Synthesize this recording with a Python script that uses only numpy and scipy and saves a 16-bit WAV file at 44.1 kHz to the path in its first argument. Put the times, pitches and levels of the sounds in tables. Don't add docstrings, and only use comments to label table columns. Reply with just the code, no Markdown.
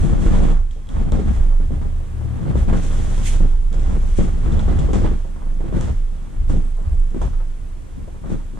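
import sys
import numpy as np
from scipy import signal
from scipy.fft import rfft, irfft, next_fast_len
from scipy.io import wavfile
from scipy.ndimage import uniform_filter1d, minimum_filter1d

SR = 44100
rng = np.random.default_rng(int(sys.argv[2]) if len(sys.argv) > 2 else 0)


def file_out(sig):
    cols = np.atleast_2d(sig).T
    lim = np.clip(cols, -1, 1)
    pcm = np.round(lim * 32767).astype(np.int16)
    wavfile.write(sys.argv[1], SR, pcm)


N = 378819
T = np.arange(N) / SR
GAIN_T = T[::64]

# t/s, level/dB, knock f/Hz, reflections/rel dB, body/rel dB, body f/Hz, slap/rel dB
THUMPS = [(0.262, -13.5, 380, -4, -2, 220, -22), (0.312, -17, 280, 0, 4, 225, -17.5),
          (0.968, -21, 597, -9, -9, 200, -25), (1.014, -23, 364, -4, 1, 190, -27),
          (1.122, -17, 476, -1, -1, 170, -18.5), (1.19, -17, 326, 0, -6, 286, -24.5),
          (1.601, -30, 450, 1, 1, 203, -16.5), (1.706, -23, 434, -5, -4, 198, -32),
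          (1.815, -26, 680, -3, -1, 200, -16.5), (2.555, -10, 420, -13, -9, 141, -36),
          (2.688, -24.5, 338, -13, 5, 169, -11), (2.728, -18, 440, 3.5, -3, 150, -13),
          (2.746, -17, 332, -6, 0, 150, -25), (2.908, -25, 500, -7, 0, 179, -13),
          (3.178, -26, 604, -10, -4, 198, -19), (3.405, -23, 520, -2, 3.5, 180, -23),
          (4.1866, -11, 380, -3.5, -2, 218, -24), (4.68, -20, 410, 6, -5.5, 335, -19),
          (4.888, -18, 480, 2, -7.5, 340, -28), (4.933, -18, 526, 5, 0.5, 249, -14),
          (4.956, -19, 400, 2, -4.5, 343, -21), (5.016, -22, 400, -6, -5, 335, -24),
          (5.046, -26, 476, 9, 5, 344, -25), (5.115, -21, 457, -10, -4, 347, -38),
          (5.362, -31.5, 700, 0, -1, 200, -19.5), (5.464, -30.5, 580, -1, -3, 220, -31),
          (5.605, -26, 483, 2, -3.5, 280, -19), (5.64, -30.5, 400, 3, 1, 280, -24),
          (5.726, -19.5, 470, -3, -7, 230, -24), (5.766, -22, 330, -3, 3.5, 210, -24),
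          (5.804, -30, 513, -1, 4, 220, -9), (5.875, -29.5, 520, 9, -8, 200, -15),
          (6.498, -21, 650, -2.5, -3, 200, -19), (6.541, -22.5, 503, -3, -3, 218, -31),
          (7.145, -23.5, 330, 0, -0.5, 237, -21), (7.163, -23.5, 330, -6, 3.5, 235, -28),
          (7.216, -16, 580, 2, -13, 170, -24), (8.258, -30, 380, -4, -3, 200, -15),
          (8.301, -23.5, 330, -3.5, -4, 200, -21), (8.324, -25, 320, 1, 2, 220, -23)]
# f/Hz, level/dB, t60/s
RING_MODES = [(142.3, 1.5, 0.14), (180.8, 2, 0.24), (219.8, 0.5, 0.17), (289.5, -2, 0.35), (339, -4, 0.2),
              (380, -16, 0.082), (450, -13.5, 0.13), (536.7, -14, 0.15), (700, -12, 0.034)]
# f/Hz, level/dB, t60/s
CRACK_MODES = [(5880, -1.5, 0.0037), (7160, 1, 0.0048), (9200, -7, 0.0035)]
# f/Hz, level/dB
SCUFF_SPECTRUM = [(200, -22), (500, 5), (800, 6.5), (1200, 3.5), (2000, -5.5), (2700, -13), (3500, -16.5),
                  (4700, -22.5), (8000, -18), (11000, -32), (15000, -51)]


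def thumps():
    t, ring_t = T[:SR // 8], T[:SR // 3]
    focus_db = 11
    knocks, body, slap = np.zeros((3, 2, N))
    for s, db, hz, bounce_db, body_db, body_hz, slap_db in THUMPS:
        add(knocks, s, amp(db + 2) * knock(hz, bounce_db))
        modes = [(f, mode_db - focus_db * np.log2(f / body_hz) ** 2, t60)
                 for f, mode_db, t60 in RING_MODES]
        chamber = np.array([ringing(modes, ring_t, detune=.025) for port in range(2)])
        push = np.sin(2 * np.pi * body_hz * t) * np.exp(-t / .0039) * (1 - np.exp(-t / .0012))
        add(body[0], s, amp(db + body_db + 10.5) * push)
        add(body, s, amp(db + body_db - 10) * chamber * (1 - np.exp(-ring_t / .003)))
        add(slap[0], s, amp([db + slap_db + 15]))
        add(slap, s, amp(db + slap_db + .5) * np.exp(-t / .04) * rng.standard_normal((2, len(t))))
    return knocks + body + colour(slap, SCUFF_SPECTRUM)


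def knock(hz, bounce_db):
    rise_rad = 2.48
    phase = 2 * np.pi * hz * T[:SR // 40]
    swell = (phase / rise_rad) ** 2 * np.exp(2 * (1 - phase / rise_rad))
    pulse = swell * np.sin(phase - rise_rad)
    paths = amp(bounce_db) * bounces()
    paths[0, 0] = 1
    return signal.oaconvolve(paths, pulse[None], axes=1)


def bounces(gap_s=.0028, decay_s=.023):
    out = np.zeros((2, SR // 8))
    for train in out:
        delay_s = gap_s * (np.arange(1, 25) + rng.random(24))
        train[(delay_s * SR).astype(int)] = rng.choice([-1, 1], 24) * np.exp(-delay_s / decay_s)
    return out / np.linalg.norm(out, axis=1, keepdims=True)


def rubbing(drum_db, scuff_db):
    # f/Hz, level/dB
    drum_spectrum = [(50, -17.5), (85, 1.5), (115, 4), (140, 4.5), (225, -3), (265, 3), (350, -12.5),
                     (500, -18.5), (1000, -48), (3000, -103)]
    hollow_spectrum = [(150, -26), (260, -0.5), (340, 5.5), (450, -1.5), (600, -8), (800, -10), (1200, -40),
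                       (3000, -58)]
    rasp_spectrum = [(600, -19), (1300, 1), (2200, -0.5), (3300, -5.5), (4700, -11.5), (9000, -43),
                     (14000, -71)]
    jerks = slips(per_s=950, spread_db=2.2)
    grains = slips(per_s=5000, spread_db=2.2)
    chamber = ringing(RING_MODES, T[:SR // 3], detune=0)
    rung = unit(signal.oaconvolve(jerks, chamber[None], axes=1)[:, :N])
    drum = (unit(colour(jerks, drum_spectrum)) + amp(-2.5) * rung) * amp(drum_db + 2)
    hollow = unit(colour(jerks, hollow_spectrum)) * amp(.62 * (drum_db + scuff_db) + 8)
    scuff = unit(colour(grains, SCUFF_SPECTRUM)) * amp(scuff_db + .5)
    rasp_db = -45 + 1.47 * (scuff_db + 33.5)
    rasp = unit(colour(slips(per_s=8000, spread_db=3), rasp_spectrum)) * amp(rasp_db)
    return (drum + hollow + scuff + rasp) * sticking()


def rub_levels():
    # t/s, length/s, drum/dB, scuff/dB, growth/dB
    rubs = [(-.05, 0.44, -27, -40.5, 2), (0.219, 0.3, -24, -34.5, -4), (0.875, 0.13, -32.5, -44, 15),
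            (1.038, 0.12, -29.5, -45.5, 12), (1.106, 0.11, -23.5, -41, 2.5),
            (1.256, 0.25, -33.5, -45, -8.5), (1.595, 0.07, -34.5, -53.5, -8), (1.7, 0.16, -31.5, -49, -6.5),
            (1.882, 0.49, -41, -53, 11.5), (2.342, 0.22, -28.5, -43.5, 13), (2.556, 0.097, -30, -40.5, -10),
            (2.663, 0.067, -20.5, -36.5, 6.5), (2.734, 0.74, -34, -44, -1.5), (3.39, 0.025, -22.5, -59, -1),
            (3.707, 0.26, -32, -45.5, 6.5), (3.995, 0.47, -36, -48, 6), (4.181, 0.039, -20.5, -39, -4.5),
            (4.433, 0.2, -27.5, -41, 3.5), (4.636, 0.23, -26, -40, 1), (4.844, 0.2, -24, -39.5, 4.5),
            (5.016, 0.085, -25, -35.5, -2.5), (5.19, 0.31, -46.5, -61, 14), (5.552, 0.23, -31, -48, 18),
            (5.726, 0.05, -24, -39.5, -1), (5.801, 0.081, -28, -41.5, 6), (6.11, 0.56, -44.5, -55, 1),
            (6.479, 0.072, -25, -54, 4.5), (6.787, 0.11, -42, -51.5, 2.5), (7.106, 0.096, -31, -48, 0),
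            (7.217, 0.046, -33.5, -44.5, -4), (7.951, 0.067, -37.5, -59, -1), (8.201, 0.11, -33, -49.5, 18),
            (8.526, 0.038, -37.5, -62, 2)]
    drums, scuffs = [], []
    for s, length_s, drum_db, scuff_db, growth_db in rubs:
        gain = stroke(s, length_s, attack_s=.021, fade_db_per_s=204, growth_db=growth_db)
        drums.append(gain * amp(drum_db))
        scuffs.append(gain * amp(scuff_db))
    grip_db = waver(top_hz=20)
    return sum_db(drums, resting_db=-48.5) + grip_db, sum_db(scuffs, resting_db=-62) + grip_db


def sticking(dip_db=-5, lead_s=.045, length_s=.07):
    stuck = np.zeros(N)
    for s, *_ in THUMPS:
        add(stuck, s - lead_s, np.hanning(round(length_s * SR)))
    return amp(dip_db * stuck)


def hollow_tones(sag=.041, flutter_depth=.41, flutter_hz=20.4):
    # t/s, length/s, f/Hz, level/dB
    squeezes = [(0, 0.28, 136.2, -23), (0.02, 0.29, 175.3, -29), (0.27, 0.18, 225.4, -29),
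                (0.975, 0.055, 188, -25), (1.21, 0.11, 204.8, -27.5), (4.5, 0.22, 201.8, -30.5),
                (4.925, 0.041, 196.2, -22.5), (5.05, 0.061, 203, -28)]
    lowpass = signal.butter(2, flutter_hz, fs=SR, output="sos")
    out = np.zeros((2, N))
    for s, length_s, hz, db in squeezes:
        t = T[:round((length_s + .2) * SR)]
        pitch_hz = hz * (1 - sag * (np.minimum(t / length_s, 1) - .5))
        phase = 2 * np.pi * np.cumsum(pitch_hz) / SR
        flutter = flutter_depth * unit(signal.sosfilt(lowpass, rng.standard_normal((2, len(t)))))
        tone = unit((1 + flutter[0]) * np.sin(phase) + flutter[1] * np.cos(phase))
        gain = np.interp(s + t, GAIN_T, stroke(s, length_s, attack_s=.019, fade_db_per_s=260))
        add(out[0], s, amp(db) * gain * tone)
    return out


def sliding():
    # t/s, length/s, level/dB, growth/dB
    slides = [(-.04, 0.25, -48.5, -9), (0.184, 0.28, -46, -1), (0.875, 0.19, -58, -3),
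              (1.133, 0.23, -56.5, 14.5), (2.542, 0.043, -45.5, -4.5), (2.728, 0.57, -46, -1),
              (3.22, 0.054, -37, 2.5), (3.783, 0.46, -52.5, 4), (4.135, 0.091, -46, -3),
              (4.25, 0.96, -56.5, -4), (5.716, 0.17, -52, 0), (6.47, 0.06, -49, -3.5),
              (7.187, .05, -50, -4), (8.26, .08, -55, 2)]
    # f/Hz, level/dB
    slow_spectrum = [(500, -8), (1800, 6), (2700, -0.5), (3500, -2.5), (4700, -7), (6200, 0), (7700, -.5),
                     (10000, -7), (11300, -20), (14000, -37), (15000, -52)]
    fast_spectrum = [(800, -26.5), (2000, 2.5), (3200, -1), (4700, -7.5), (6700, 1.5), (10000, -4),
                     (12000, -17), (13900, -22), (14800, -57)]
    gains = [amp(db) * stroke(s, length_s, attack_s=.042, fade_db_per_s=91, growth_db=growth_db)
             for s, length_s, db, growth_db in slides]
    level_db = sum_db(gains, resting_db=-70) + .85 * waver(top_hz=20)
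    speed = amp(level_db - level_db.max()) ** 1.43
    grains = slips(per_s=30000, spread_db=1)
    slow = unit(colour(grains, slow_spectrum)) * (1 - speed)
    fast = unit(colour(grains, fast_spectrum)) * speed * 1.46
    return (slow + fast) * amp(level_db + 1.5)


def crease_ticks(rise_s=.00032, grains_per_s=2600):
    # t/s, level/dB, f/Hz, crack/rel dB, crackle/rel dB
    ticks = [(0.7102, -27, 3200, -28, -14), (0.8709, -34, 3310, -30, -27), (0.8900, -22, 3300, -22, -20),
             (1.1207, -19, 3600, -15.5, -14.5), (3.1794, -23, 3240, -19, -10),
             (3.728, -27.5, 3350, -16, -7), (3.7957, -32, 3330, -13, -6), (4.5214, -22.5, 3500, -23, -14),
             (4.5935, -17, 3390, -24, -19), (4.7905, -19, 3350, -18, -17), (4.7964, -30, 2800, -10, -8),
             (4.9326, -25, 3370, -10.5, -0.5), (4.9382, -37, 3000, -7, -4), (5.8054, -30, 3380, -22, -12),
             (5.8107, -31, 3360, -2, -1), (6.4957, -45, 3350, -2, 7), (7.1062, -44, 3010, -6, -8),
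             (7.1814, -43, 2600, -12, -5), (7.2172, -43, 3350, 2, 6)]
    # f/pitch, level/dB, t60/s
    crease_modes = [(.93, -27, 0.012), (1.02, -13.5, 0.013), (1.13, -15.5, 0.011)]
    # f/Hz, level/dB
    crackle_spectrum = [(600, -9), (1800, 5), (3400, -1.5), (4600, -3.5), (5900, 1.5), (7700, 2),
                        (10000, -8.5), (12000, -16)]
    t, snap_t = T[:SR // 5], T[:SR // 25]
    snap, crackle = np.zeros((2, 2, N))
    for s, db, hz, crack_db, crackle_db in ticks:
        modes = [(hz * ratio, mode_db, t60) for ratio, mode_db, t60 in crease_modes]
        ring = ringing(modes, snap_t, detune=.004) * (1 - np.exp(-snap_t / rise_s))
        add(snap, s, amp(db - 1.5) * ring)
        crack = np.array([ringing(CRACK_MODES, snap_t, detune=.039) for port in range(2)])
        add(snap, s, amp(db + crack_db + 3.5) * crack)
        noise = rng.standard_normal((2, len(t)))
        grains = unit(noise * (rng.random(noise.shape) < grains_per_s / SR))
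        add(crackle, s, amp(db + crackle_db - 13.5) * np.exp(-t / .057) * grains)
    return snap + ports(colour(crackle, crackle_spectrum))


def floor_boom(drum_db):
    # t/s, length/s, level/dB
    shifts = [(-.03, 0.44, -20.5), (0.252, 0.34, -26.5), (0.934, 0.087, -22), (1.101, 0.079, -20),
              (1.254, 0.15, -19.5), (1.677, 0.21, -31), (2.525, 0.11, -18), (2.912, 0.84, -28.5),
              (3.757, 0.6, -24), (4.436, 0.66, -20.5), (5.723, 0.053, -26.5), (5.837, 0.075, -22),
              (6.356, 0.19, -23), (6.86, 0.065, -20), (7.199, 0.032, -16.5), (7.935, 0.043, -34.5)]
    # f/Hz, level/dB
    boom_spectrum = [(15, -42.5), (30, 1), (40, -2.5), (55, -0.5), (72, -5), (90, -11), (120, -20.5),
                     (200, -30.5), (400, -84)]
    gains = [amp(db) * stroke(s, length_s, attack_s=.02, fade_db_per_s=123) for s, length_s, db in shifts]
    weight_db = sum_db(gains, resting_db=-37.5)
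    boom = colour(rng.standard_normal((2, N)), boom_spectrum)
    boom /= np.sqrt(uniform_filter1d(boom ** 2, size=4000, axis=1) + 1e-9)
    return ports(boom * np.hypot(amp(weight_db + 3), amp(drum_db - 2)))


def stand_sway(sway_hz=25.7):
    # t/s, length/s, level/dB
    rocks = [(-.1, 0.098, -12.5), (0.232, 0.34, -11), (0.87, 0.38, -22.5), (1.35, 0.26, -11.5),
             (1.755, 0.24, -20), (2.583, 0.66, -17.5), (3.244, 0.43, -12), (3.716, 0.88, -17),
             (4.643, 0.6, -18.5), (5.4, 0.2, -18), (5.736, 0.061, -22), (5.912, 0.16, -16.5),
             (6.344, 0.43, -16.5), (6.91, 0.15, -14), (7.288, 0.15, -17), (7.556, 0.15, -25.5),
             (8.293, 0.12, -25.5)]
    gains = [amp(db) * stroke(s, length_s, attack_s=.065, fade_db_per_s=78) for s, length_s, db in rocks]
    level_db = sum_db(gains, resting_db=-33.5) + 2.5 + 1.37 * waver(top_hz=13)
    phase = 2 * np.pi * np.cumsum(sway_hz * (1 + .03 * waver(top_hz=5.4))) / SR
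    return amp(level_db) * np.sin(phase) * amp([[-1.8], [1.4]])


def stray_bumps(per_s=6, centre_hz=620, spread_octaves=1.5):
    out = np.zeros((2, N))
    for place, size, pitch in rng.random((round(per_s * N / SR), 3)):
        hz = centre_hz * 2 ** (spread_octaves * (pitch - .5))
        add(out, place * N / SR, amp(-34 + 8 * size) * knock(hz, bounce_db=1.8))
    return out


def stray_ticks(per_s=9.2):
    out = np.zeros((2, N))
    for place, size in rng.random((round(per_s * N / SR), 2)):
        crack = np.array([ringing(CRACK_MODES, T[:SR // 100], detune=.05) for port in range(2)])
        level_db = -55 + 2 * min(-np.log(1 - size), 3)
        add(out, place * N / SR, amp(level_db) * crack)
    return out


def crinkling(start_s=6.62, length_s=.43, per_s=51, hz=8200, t60_s=.014):
    out = np.zeros((2, N))
    for place, size, side in rng.random((round(per_s * length_s), 3)):
        crack = ringing([(hz, 0, t60_s)], T[:SR // 50], detune=.069)
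        add(out[int(2 * side)], start_s + place * length_s, amp(-46) * (.5 + size) * crack)
    return out


def hum(base_hz=37.25):
    # f/base_hz, level/dB, left-right/dB
    partials = [(2, 3, 2.5), (3, 1, 21.5), (5, -16.5, -8)]
    # t/s, length/s, lowest tone/dB, upper tones/dB
    swells = [(1.517, 0.49, -27.5, -40.5), (2.06, 0.26, -24.5, -31.5), (2.585, 0.69, -26, -40)]
    lows, uppers = [], []
    for s, length_s, low_db, upper_db in swells:
        gain = stroke(s, length_s, attack_s=.17, fade_db_per_s=90)
        lows.append(gain * amp(low_db))
        uppers.append(gain * amp(upper_db))
    low_db, upper_db = sum_db(lows, resting_db=-49), sum_db(uppers, resting_db=-53.5)
    phase = 2 * np.pi * np.cumsum(base_hz * (1 + .008 * waver(top_hz=6))) / SR
    out = np.zeros((2, N))
    for k, db, pan_db in partials:
        level_db = db + (low_db if k == 2 else upper_db)
        out += amp(level_db) * amp([[pan_db / 2], [-pan_db / 2]]) * np.sin(k * phase)
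    return out


def hiss():
    # f/Hz, level/dB
    air_spectrum = [(60, -3.5), (100, -2.5), (200, -7.5), (300, -10), (500, -16), (1000, -19), (1500, -23),
                    (2600, -27.5), (3400, -32.5), (4700, -34.5), (8000, -30), (10000, -33.5), (12500, -42),
                    (14700, -50)]
    # t/s, level/dB
    hiss_curve = [(0, -16), (.8, -1), (1.5, 3), (8.59, 1)]
    level_db = np.interp(T, *np.transpose(hiss_curve)) - 47
    return amp(level_db) * unit(colour(rng.standard_normal((2, N)), air_spectrum))


def room(x):
    # f/Hz, t60/s
    decay = [(100, 0.13), (300, 0.36), (1000, 0.12), (4000, 1), (10000, 0.055)]
    t = np.arange(SR // 2) / SR
    taps = rng.choice([-1., 1.], (2, len(t))) * (rng.random((2, len(t))) < .08) * (t > .005)
    hz, s, bands = signal.stft(taps, SR, nperseg=256)
    tail = signal.istft(bands * amp(-60 * s / at_hz(decay, hz)[:, None]), SR, nperseg=256)[1]
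    return signal.oaconvolve(x, tail / np.linalg.norm(tail[0]), axes=1)[:, :N]


def ports(pair):
    # f/Hz, correlation
    likeness = [(30, 0.93), (70, 0.96), (105, 0.43), (200, 0.27), (300, 0.85), (380, 0.41), (700, 0.23),
                (1000, 0.98), (1800, 0.16), (2400, 0.032), (3400, 0.51), (4300, 0.42), (5300, 0.078),
                (12000, 0.046)]
    # f/Hz, left-right/dB
    balance = [(25, 7), (50, 2), (75, -1.5), (110, 0), (210, 8.5), (300, -1.5), (500, -1), (750, -6),
               (1200, 0), (5500, -.5), (8000, -4.5), (12000, 0)]
    # f/Hz, phase lead of left/rad
    lead = [(75, 0), (110, -2.4), (200, -3.1), (290, -2.5), (340, -.4), (460, -.3), (700, -3), (900, -4.5),
            (1900, -4.9), (2100, -7), (2900, -6.2), (4600, -6.3), (6000, -9)]
    size = next_fast_len(N + 8192)
    a, b = rfft(pair, size)
    hz = np.fft.rfftfreq(size, 1 / SR)
    same, tilt = np.clip(at_hz(likeness, hz), 0, 1), amp(at_hz(balance, hz))
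    right = (same * a + np.sqrt(1 - same ** 2) * b) * np.exp(-1j * at_hz(lead, hz))
    return irfft(np.array([a * tilt, right]) * np.sqrt(2 / (1 + tilt ** 2)), size)[:, :N]


def slips(per_s, spread_db):
    count = int(per_s * N / SR)
    size = amp(spread_db * np.minimum(rng.exponential(1, count), 4))
    at = rng.integers(0, N, count)
    return unit(np.array([np.bincount(at, size * rng.standard_normal(count), N) for port in range(2)]))


def ringing(modes, t, detune):
    return sum(amp(db - 60 * t / t60) * np.sin(2 * np.pi * hz * (1 + detune * rng.standard_normal()) * t)
               for hz, db, t60 in modes)


def stroke(s, length_s, attack_s, fade_db_per_s, growth_db=0):
    t = GAIN_T - s
    place = np.clip(t / length_s, 0, 1) - .5
    held_db = growth_db * place + np.cos(np.pi * place) - .5
    return np.clip(t / attack_s, 0, 1) * amp(held_db - fade_db_per_s * np.clip(t - length_s, 0, 2))


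def sum_db(gains, resting_db):
    power = amp(resting_db) ** 2 + np.sum(np.square(gains), 0)
    return np.interp(T, GAIN_T, 10 * np.log10(power))


def waver(top_hz):
    t = T[::128]
    drift = sum(np.sin(2 * np.pi * (hz * t + rng.random())) for hz in top_hz * np.geomspace(.15, 1, 16))
    return np.interp(T, t, unit(drift))


def colour(x, spectrum):
    log_gain = np.log(amp(at_hz(spectrum, abs(np.fft.fftfreq(16384, 1 / SR)))))
    taps = np.fft.ifft(np.exp(signal.hilbert(log_gain).conj())).real[:8192]
    return signal.oaconvolve(x, taps[None] / np.linalg.norm(taps), axes=1)[:, :x.shape[1]]


def at_hz(points, hz):
    f, value = np.transpose(points)
    return np.interp(np.log(hz + 1), np.log(f + 1), value)


def add(mix, s, sound):
    part = mix[..., max(round(s * SR), 0):][..., :sound.shape[-1]]
    part += sound[..., :part.shape[-1]]


def amp(db):
    return 10 ** (np.asarray(db) / 20)


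def unit(x):
    return x / np.sqrt(np.mean(x ** 2) + 1e-20)


def scene():
    snap_top_hz = 10200
    blows = thumps() + stray_bumps()
    creases = crease_ticks() + stray_ticks() + crinkling()
    snaps = signal.sosfilt(signal.butter(10, snap_top_hz, fs=SR, output="sos"), creases)
    drum_db, scuff_db = rub_levels()
    air = hiss()
    airborne = rubbing(drum_db, scuff_db) + hollow_tones() + sliding() + blows
    airborne += amp(-11) * room(blows) + air
    return ports(airborne) + snaps + amp(-9) * room(snaps) + stand_sway() + floor_boom(drum_db) + hum()


def record(dry):
    housing_hz, housing_q = 3350, 7
    ceiling, edge_hz = .72, 14900
    tinted = dry + .5 * signal.lfilter(*signal.iirpeak(housing_hz, housing_q, fs=SR), dry.mean(0))
    allowed = ceiling / np.maximum(abs(tinted).max(0), ceiling)
    limited = tinted * uniform_filter1d(minimum_filter1d(allowed, size=1500), size=1500)
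    lowpass = signal.firwin(511, edge_hz, window=("kaiser", 9), fs=SR)
    return signal.oaconvolve(limited, lowpass[None], "same")


dry = scene()
out = record(dry)
file_out(out)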